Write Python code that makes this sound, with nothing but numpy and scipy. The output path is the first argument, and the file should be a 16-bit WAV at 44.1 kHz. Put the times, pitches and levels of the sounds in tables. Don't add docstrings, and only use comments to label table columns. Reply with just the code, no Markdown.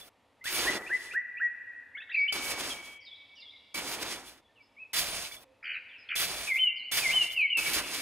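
import sys
import numpy as np
from scipy import signal
from scipy.fft import rfft, irfft, next_fast_len
from scipy.io import wavfile

SR = 44100
rng = np.random.default_rng(int(sys.argv[2]) if len(sys.argv) > 2 else 0)


def generate_wav(signal):
    frames = np.transpose(np.atleast_2d(signal))
    scaled = np.clip(frames, -1, 1) * 32767
    pcm = np.round(scaled).astype(np.int16)
    wavfile.write(sys.argv[1], SR, pcm)


N = 353241

# frequency in Hz, relative level in dB.
HUSH_SPECTRUM = [(18, -49.5), (30, -19.5), (109, -9), (152, -23), (281, -8), (328, -17.5), (521, -11.5),
                 (806, -15.5), (917, -13), (1660, -24.5), (1790, -19.5), (3400, -24), (5690, -34.5),
                 (12000, -37.5), (14000, -66)]
HISS_SPECTRUM = [(500, -19.5), (1200, -8), (2500, 1.5), (3400, 2), (5000, 2.5), (7500, -6.5), (9800, -6.5),
                 (11500, -16), (15500, -18)]
CRUNCH_SPECTRUM = [(100, -28), (200, -7.5), (340, -2.5), (600, -3.5), (1000, -3.5), (2000, -5),
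                   (4000, -26.5)]
THUD_SPECTRUM = [(20, -18), (35, -4.5), (50, 4), (80, -5.5), (115, -3.5), (170, -2.5), (260, -23)]
# frequency in Hz, likeness from 0 to 1.
MIC_LIKENESS = [(30, 0.76), (300, 0.71), (1000, 1), (2400, 0.74), (6000, 0.79), (9000, 0.09), (15000, 0.63)]

# start in seconds, kind of stroke.
STROKE_STARTS = [(-.421, "chop"), (.44, "scoop"), (2.321, "dig"), (3.7416, "dig"), (4.931, "chop"),
                 (6.1534, "chop"), (6.9132, "chop"), (7.57, "shove")]
STROKE_SHAPES = { "scoop": [(0, -52.5, -66, 10), (.035, -39.5, -66, -1), (.09, -39, -44.5, 6.5),
                 (.151, -32, -40.5, -1), (.21, -36, -36, -2), (.333, -40.5, -36, -10.5),
                 (.355, -60, -44.5, -16), (.464, -56.5, -52, -10), (.58, -52, -59, -4),
                 (.604, -50, -56.5, -8), (.674, -59, -59.5, -7), (.698, -55.5, -52, -4),
                 (.728, -75, -71, -5)], "dig": [(0, -47, -73, 6), (.006, -41, -48.5, 2),
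                 (.046, -39.5, -37.5, 0), (.066, -45.5, -43.5, -4), (.198, -37.5, -42, 1),
                 (.234, -47, -41.5, -8), (.264, -45.5, -45, 0), (.289, -36, -39.5, -1),
                 (.298, -44.5, -41.5, -3), (.38, -40.5, -42.5, -4), (.49, -57.5, -51.5, -7),
                 (.543, -52.5, -56.5, 0), (.645, -66, -62.5, -3), (.67, -80, -69, -10)],
                 "chop": [(0, -41, -54, 6), (.008, -37, -56.5, 4), (.064, -31.5, -45, 3),
                 (.114, -38.5, -47.5, -1), (.225, -40.5, -46, -1.5), (.331, -43.5, -52, -2.5),
                 (.384, -55, -64.5, 3), (.415, -50.5, -58.5, 5), (.446, -61.5, -63.5, 4),
                 (.504, -63, -61.5, 10), (.514, -68, -60, -3)], "shove": [(0, -41, -53, 10),
                 (.024, -37.5, -45, -1), (.072, -42, -46, 2), (.118, -36.5, -40.5, 1), (.162, -35, -45, 2),
                 (.168, -32, -44, 6), (.2, -32.5, -38.5, -4), (.23, -34.5, -41, -1), (.248, -44, -43, -4),
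                 (.276, -44.5, -45, -2), (.394, -37.5, -47.5, -1), (.45, -42, -45, 1)], }
STROKE_GROUND = {"scoop": (368, 57, 3.5, -6.5, 0, -10, -4.5), "dig": (292, 72, -2.5, -6, -2.5, -26, -4.5),
                 "chop": (664.5, 98, 2.5, 0.5, -4.5, -9, -3), "shove": (280, 94, -1.5, -4.5, 1, -10, -2.5)}
# frequency in Hz, level in dB, seconds to fall by 60 dB.
BLADE_MODES = [(647, -10.5, 0.029), (2280, 2, 0.11), (3448, 3.5, 0.11), (4780, 5.5, 0.038),
               (5730, -14.5, 0.037), (5940, -5.5, .035), (9000, -15, 0.041), (9190, -18, .03),
               (9470, -4, 0.073), (9940, -14, 0.043), (13100, -26.5, .04)]
BLADE_BITES = {"scoop": [(.015, -34.5, 3440), (.04, -47, 3420)], "dig": [(.003, -27.5, 4860),
               (.004, -34, 2280), (.034, -37, 2270), (.285, -50, 4700)], "chop": [(.008, -35.5, 3420),
               (.007, -58, 6240), (.318, -41, 2240), (.364, -45.5, 3420), (.381, -42, 2280),
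               (.389, -45.5, 3420), (.409, -53, 3420), (.433, -47, 3420), (.454, -61.5, 3420)],
               "shove": [(.002, -47, 4870), (.176, -33, 4830)]}

# start, glide and hold in seconds, first and last pitch in Hz, level in dB.
SONG_NOTES = [(.408, 0.011, 0.0084, 1840, 2080, -49.5), (.44, 0.037, 0.0061, 1303, 2025, -36.5),
              (.655, 0.032, 0.013, 1553, 1980, -27), (.892, 0.041, 0.021, 1405, 2006, -28),
              (1.135, .04, 0.03, 1340, 1945, -27.5), (1.397, 0.03, 0.042, 1330, 1923, -28),
              (1.945, .011, 0.011, 1814, 2189, -38.5), (2.0, 0.0066, 0.013, 2146, 2640, -44),
              (2.11, 0.013, .004, 1800, 2730, -39), (2.127, 0.013, 0.0022, 1890, 2660, -39.5),
              (2.142, 0.0072, 0.0051, 2050, 2630, -24.5), (2.275, .011, 0.011, 2380, 3082, -29.5),
              (2.7, 0.024, 0.0066, 3376, 3187, -37), (7.362, 0.086, 0.018, 2850, 2207, -25.5),
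              (7.5, 0.089, 0.0071, 3044, 2584, -28)]
CHATTER_NOTES = [(1.965, .016, 0.014, 1350, 1740, -44), (2.013, 0.012, 0.0043, 1240, 1930, -43.5),
                 (2.09, 0.015, .006, 1277, 2000, -41.5), (2.108, 0.0091, 0.0077, 1410, 1825, -44.5)]
TRILL_NOTES = [(5.625, 0.065, .09, 1760, 1990, -40), (5.64, 0.049, .065, 2300, 2500, -45),
               (6.088, .025, 0.036, 1700, 2000, -38), (6.0855, 0.023, 0.025, 2600, 2490, -45)]
FAR_NOTES = [(2.128, .025, .004, 5020, 3970, -53.5), (2.158, .012, 0.0051, 4200, 4900, -55),
             (2.185, 0.023, 0.014, 4170, 4890, -51), (3.0, 0.037, 0.0081, 2264, 2034, -60),
             (3.36, 0.031, 0.009, 3130, 2740, -52), (3.37, 0.012, .015, 1800, 1760, -72.5),
             (3.415, 0.023, 0.0056, 2340, 2086, -55.5), (3.52, 0.032, 0.0057, 2294, 2130, -56.5),
             (4.445, 0.011, 0.012, 3530, 3420, -69.5), (4.485, .01, .02, 1740, 1820, -70.5),
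             (4.555, 0.027, 0.0032, 3130, 2600, -60.5), (4.595, .015, .01, 2470, 2195, -59.5),
             (4.602, .016, .003, 5170, 4300, -73.5), (4.622, 0.012, 0.017, 4850, 5140, -67),
             (4.65, 0.01, .002, 5100, 4560, -74), (5.445, 0.032, 0.058, 533, 520, -64),
             (5.63, 0.033, 0.029, 5250, 4560, -61.5), (5.73, .025, 0.004, 4580, 3740, -60.5),
             (5.89, 0.041, 0.0046, 3550, 3050, -57), (5.935, 0.028, .005, 2930, 2670, -49),
             (5.98, 0.019, .02, 5320, 5050, -61), (6.03, 0.027, 0.0033, 4730, 3750, -71),
             (6.078, 0.012, 0.018, 4080, 4360, -62.5), (6.76, 0.045, 0.0036, 5020, 4000, -57),
             (6.815, 0.03, 0.0036, 3990, 4550, -61), (7.35, 0.079, .005, 5110, 4010, -56.5),
             (7.83, 0.093, 0.016, 3900, 4150, -61)]
# starts in seconds, then a curve whose points give
# seconds into the figure, pitch in Hz, level in dB.
SONG_FIGURES = [([6.47, 7.012], [(0, 2690, -42), (.01, 2540, -36), (.052, 2090, -26), (.08, 2077, -29.5),
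                (.098, 2313, -28.5), (.108, 2616, -38), (.126, 3096, -29), (.16, 3049, -25.5),
                (.23, 2760, -27.5), (.243, 2900, -63.5)]), ([.862, 1.109, 1.368], [(0, 2274, -45.5),
                (.006, 2400, -40.5), (.018, 2700, -44.5), (.028, 2905, -55)]), ([2.158], [(0, 1820, -37),
                (.006, 2371, -30.5), (.036, 2251, -24.5), (.112, 2276, -26.5), (.117, 2350, -49)]),
                ([4.765], [(0, 2100, -62.5), (.008, 2220, -55), (.04, 2610, -49), (.07, 2584, -46),
                (.092, 2335, -70)])]
# seconds into the call, pitch in Hz, level in dB.
FALLING_PARTS = [
    [(0, 5880, -59), (.012, 5100, -63), (.022, 4550, -59), (.04, 5360, -62)],
    [(.047, 5240, -45), (.058, 4200, -56), (.072, 3606, -46.5), (.095, 3466, -53), (.135, 3310, -47.5),
     (.158, 3950, -52.5), (.163, 4250, -78)],
    [(.2, 3395, -53), (.212, 3750, -53.5), (.222, 4250, -67.5)],
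]
FALLING_STARTS = [3.003, 3.354]

HUSH_DB = -68.5
LEFT_LAG_S = 0.00011
FLICKER_DB, FLICKER_HZ = 2.5, 14
SHEEN_HZ, SHEEN_WIDTH_HZ = 9730, 980
SWELL_DB, TRILL_SWELL_DB, FAR_SWELL_DB, FALL_SWELL_DB = 19, 11.5, 4, 4
GLIDE_EASE, FADE_DB, RELEASE_S, RELEASE_DB = 1.15, 2, .006, 15
TRILL_RATE_HZ, TRILL_SWING_HZ, TRILL_TOP_DB = 80, 552, 6.5
THROAT_HZ = 3970
NEAR_T60_S, FAR_T60_S, NEAR_ECHO_DB, FAR_ECHO_DB = 2.57, 3.3, -3.5, -3
WIDTH, CUTOFF_HZ = 0.52, 16400


def from_db(db):
    return 10 ** (np.asarray(db) / 20)


def unit_rms(x):
    return x / np.sqrt(np.mean(x ** 2) + 1e-20)


def butter(order, hz, kind="low"):
    return signal.butter(order, hz, kind, fs=SR, output="sos")


def placed(curve, start):
    return np.add(curve, [start] + [0] * (len(curve[0]) - 1))


def follow(curve, fade_s):
    times, *columns = np.transpose(curve)
    at = np.arange(max(int(times[0] * SR), 0), min(int(times[-1] * SR), N))
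    t = at / SR
    gate = np.clip(np.minimum(t - times[0], times[-1] - t) / fade_s, 0, 1)
    return at, [np.interp(t, times, column) for column in columns], gate


def drift(rate_hz):
    step = 40
    r = np.exp(-2 * np.pi * rate_hz * step / SR)
    slow = signal.lfilter([1], [1, -2 * r, r * r], rng.standard_normal(N // step + 2002))[2000:]
    return np.interp(np.arange(N) / step, np.arange(len(slow)), unit_rms(slow))


def resonance(x, hz, width_hz):
    r = np.exp(-np.pi * width_hz / SR)
    feedback = [1, -2 * r * np.cos(2 * np.pi * hz / SR), r * r]
    return signal.lfilter(np.array([1, 0, -1]) * (1 - r * r) / 2, feedback, x)


def at_mics(pair, spectrum, left_lag_s=0):
    size = next_fast_len(N)
    hz = np.maximum(np.arange(size // 2 + 1) * SR / size, 1)
    alike, level_db = (np.interp(np.log(hz), np.log(points_hz), values)
                       for points_hz, values in (np.transpose(MIC_LIKENESS), np.transpose(spectrum)))
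    mid, side = rfft(pair, size) * from_db(level_db) * np.sqrt([1 + alike, 1 - alike])
    left = (mid + side) * np.exp(-2j * np.pi * hz * left_lag_s)
    return unit_rms(irfft([left, mid - side], size)[:, :N])


def outdoor_hush():
    return from_db(HUSH_DB + 0.23 * drift(0.76)) * at_mics(rng.standard_normal((2, N)), HUSH_SPECTRUM)


def grains(per_s, spread_db, clump_db):
    clumps = from_db(clump_db * (drift(35) + 0.27 * drift(160)))
    sizes = from_db(spread_db * np.minimum(rng.exponential(1, (2, N)), 5))
    signs = rng.choice([-1, 1], (2, N))
    return clumps * sizes * signs * (rng.random((2, N)) < per_s / SR)


def flicker(x):
    below = [signal.sosfiltfilt(butter(2, hz), x) for hz in np.geomspace(700, 15900, 14)] + [x]
    bands = (high - low for low, high in zip(below, below[1:]))
    return unit_rms(below[0] + sum(band * from_db(FLICKER_DB * drift(FLICKER_HZ)) for band in bands))


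def blade(forces):
    out = 0
    for (hz, level_db, t60), force in zip(BLADE_MODES, forces):
        r, w = from_db(-60 / (t60 * SR)), 2 * np.pi * hz / SR
        feedback = [1, -2 * r * np.cos(w), r * r]
        out += signal.lfilter([0, from_db(level_db) * np.sin(w)], feedback, force + 1e-18)
    return out


def sliding_sand():
    hiss, dust, ring, sheen = np.zeros((4, N))
    for start, kind in STROKE_STARTS:
        at, (hiss_db, _, dust_db), gate = follow(placed(STROKE_SHAPES[kind], start), fade_s=0.002)
        *_, sheen_db, ring_db = STROKE_GROUND[kind]
        hiss[at] += gate * from_db(hiss_db)
        dust[at] += gate * from_db(hiss_db + dust_db)
        ring[at] += gate * from_db(hiss_db + ring_db)
        sheen[at] += gate * from_db(hiss_db + sheen_db)
    fine = flicker(at_mics(grains(14000, spread_db=2, clump_db=0.8), HISS_SPECTRUM, LEFT_LAG_S))
    finest = signal.sosfiltfilt(butter(4, 11200, "high"), fine)
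    body = fine - finest
    body /= np.std(signal.sosfilt(butter(4, 5500, "high"), body))
    bright = resonance(body, SHEEN_HZ, SHEEN_WIDTH_HZ)
    rub = grains(3000, spread_db=5, clump_db=0)
    steel = blade(rub * from_db(4.5 * drift(10)) for _ in BLADE_MODES)
    steel = at_mics(steel, [(100, 0), (15000, 0)], LEFT_LAG_S)
    return hiss * body + sheen * bright + dust * unit_rms(finest) + ring * steel


def packed_sand():
    coarse = at_mics(grains(2500, spread_db=2, clump_db=1), CRUNCH_SPECTRUM, LEFT_LAG_S)
    grit = signal.sosfilt(butter(2, 1000, "high"), coarse)
    thud = at_mics(rng.standard_normal((2, N)), THUD_SPECTRUM) * from_db(-7.5 + 0.63 * drift(24))
    out = np.zeros((2, N))
    for start, kind in STROKE_STARTS:
        at, (_, crunch_db, _), gate = follow(placed(STROKE_SHAPES[kind], start), fade_s=0.0012)
        hollow_hz, width_hz, hollow_db, thud_db, grit_db, *_ = STROKE_GROUND[kind]
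        sand = coarse[:, at] + from_db(hollow_db) * resonance(coarse[:, at], hollow_hz, width_hz)
        sand += from_db(thud_db) * thud[:, at] + (from_db(grit_db) - 1) * grit[:, at]
        out[:, at] += gate * from_db(crunch_db) * sand
    return out


def bites():
    burst = 90
    knocks = np.zeros((len(BLADE_MODES), N + SR))
    modes_hz = np.array(BLADE_MODES)[:, :1]
    for start, kind in STROKE_STARTS:
        for time_s, level_db, favoured_hz in placed(BLADE_BITES[kind], start):
            if time_s > 0:
                at = round(time_s * SR)
                share = .2 + .8 * np.exp(-(np.log(modes_hz / favoured_hz) / .08) ** 2)
                contacts = rng.standard_normal(burst) / np.sqrt(burst / 2)
                knocks[:, at:at + burst] += from_db(level_db) * share * contacts
    knocks = knocks[:, :N]
    snap = signal.sosfilt(butter(2, 3000, "high"), knocks.sum(axis=0))
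    knocked = blade(knocks) + from_db(-2) * snap
    return np.array([np.roll(knocked, round(LEFT_LAG_S * SR)), knocked])


def glides(notes, swell_db):
    to_go = np.linspace(1, 0, 8)
    curves = []
    for start, glide_s, hold_s, from_hz, to_hz, level_db in notes:
        rise_db = swell_db if to_hz > from_hz else min(swell_db, FALL_SWELL_DB)
        times = start + glide_s * (1 - to_go)
        pitches = to_hz + (from_hz - to_hz) * to_go ** GLIDE_EASE
        levels = level_db - rise_db * to_go ** 2
        end = start + glide_s + hold_s
        held = (end, to_hz, level_db - FADE_DB)
        released = (end + RELEASE_S, to_hz, level_db - FADE_DB - RELEASE_DB)
        curves.append([*zip(times, pitches, levels), held, released])
    return curves


def whistles(curves, swing_hz=0, waver=0.0039, overtone_db=-70):
    out, wobble, uneven = np.zeros(N), drift(55), drift(34.5)
    for curve in curves:
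        at, (hz, level_db), gate = follow(curve, fade_s=.0025)
        trill_phase = 2 * np.pi * TRILL_RATE_HZ * (at - at[0]) / SR + 0.19 * uneven[at]
        swing = -np.cos(trill_phase) * (swing_hz > 0)
        hz = hz * (1 + waver * wobble[at]) + swing_hz * swing
        phase = 2 * np.pi * np.cumsum(hz) / SR
        second = from_db(overtone_db) * np.clip((THROAT_HZ - 2 * hz) / 400, 0, 1) * np.sin(2 * phase)
        third = from_db(-49) * (hz < 2150) * np.sin(3 * phase)
        level_db += TRILL_TOP_DB * swing + 2.5 * np.abs(swing) * uneven[at]
        out[at] += np.sqrt(2) * gate * from_db(level_db) * (np.sin(phase) + second + third)
    return out


def near_bird():
    figures = [placed(curve, start) for starts, curve in SONG_FIGURES for start in starts]
    song = whistles(glides(SONG_NOTES, SWELL_DB) + figures)
    trills = whistles(glides(TRILL_NOTES, TRILL_SWELL_DB), swing_hz=TRILL_SWING_HZ, waver=0.043)
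    chatter = whistles(glides(CHATTER_NOTES, SWELL_DB), waver=0.031, overtone_db=-4.5)
    return song + trills + chatter


def trees(x, t60):
    t = np.arange(2 * SR) / SR
    noise = rng.standard_normal((2, len(t)))
    dull = signal.sosfilt(butter(2, 3000), noise)
    early = noise * from_db(17 - 60 * t / 0.094)
    late = dull * from_db(-60 * t / t60) + (noise - dull) * from_db(-60 * t / (0.76 * t60))
    common, side = (early + late) * np.clip((t - .004) / 0.0028, 0, 1)
    tails = np.array([common + 0.61 * side, common - .4 * side])
    return signal.fftconvolve(x[None], tails / np.sqrt(np.sum(common ** 2)))[:, :N]


def far_birds():
    falling = [placed(part, start) for start in FALLING_STARTS for part in FALLING_PARTS]
    return whistles(glides(FAR_NOTES, FAR_SWELL_DB) + falling, waver=.016)


def scene():
    near, far = near_bird(), far_birds()
    birds = near * from_db([[.3], [-.3]]) + far * from_db([[-5], [-3]])
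    echoes = from_db(NEAR_ECHO_DB) * trees(near, NEAR_T60_S)
    echoes += from_db(FAR_ECHO_DB) * trees(far, FAR_T60_S)
    hush = outdoor_hush()
    shovel = (sliding_sand() + packed_sand() + bites()) * from_db([[-.7], [.7]])
    return hush + shovel + birds + echoes


def record(dry):
    mid, side = (dry[0] + dry[1]) / 2, WIDTH * (dry[0] - dry[1]) / 2
    top_cut = signal.cheby2(16, 80, CUTOFF_HZ, fs=SR, output="sos")
    return signal.sosfilt(top_cut, [mid + side, mid - side])


dry = scene()
out = record(dry)
generate_wav(out)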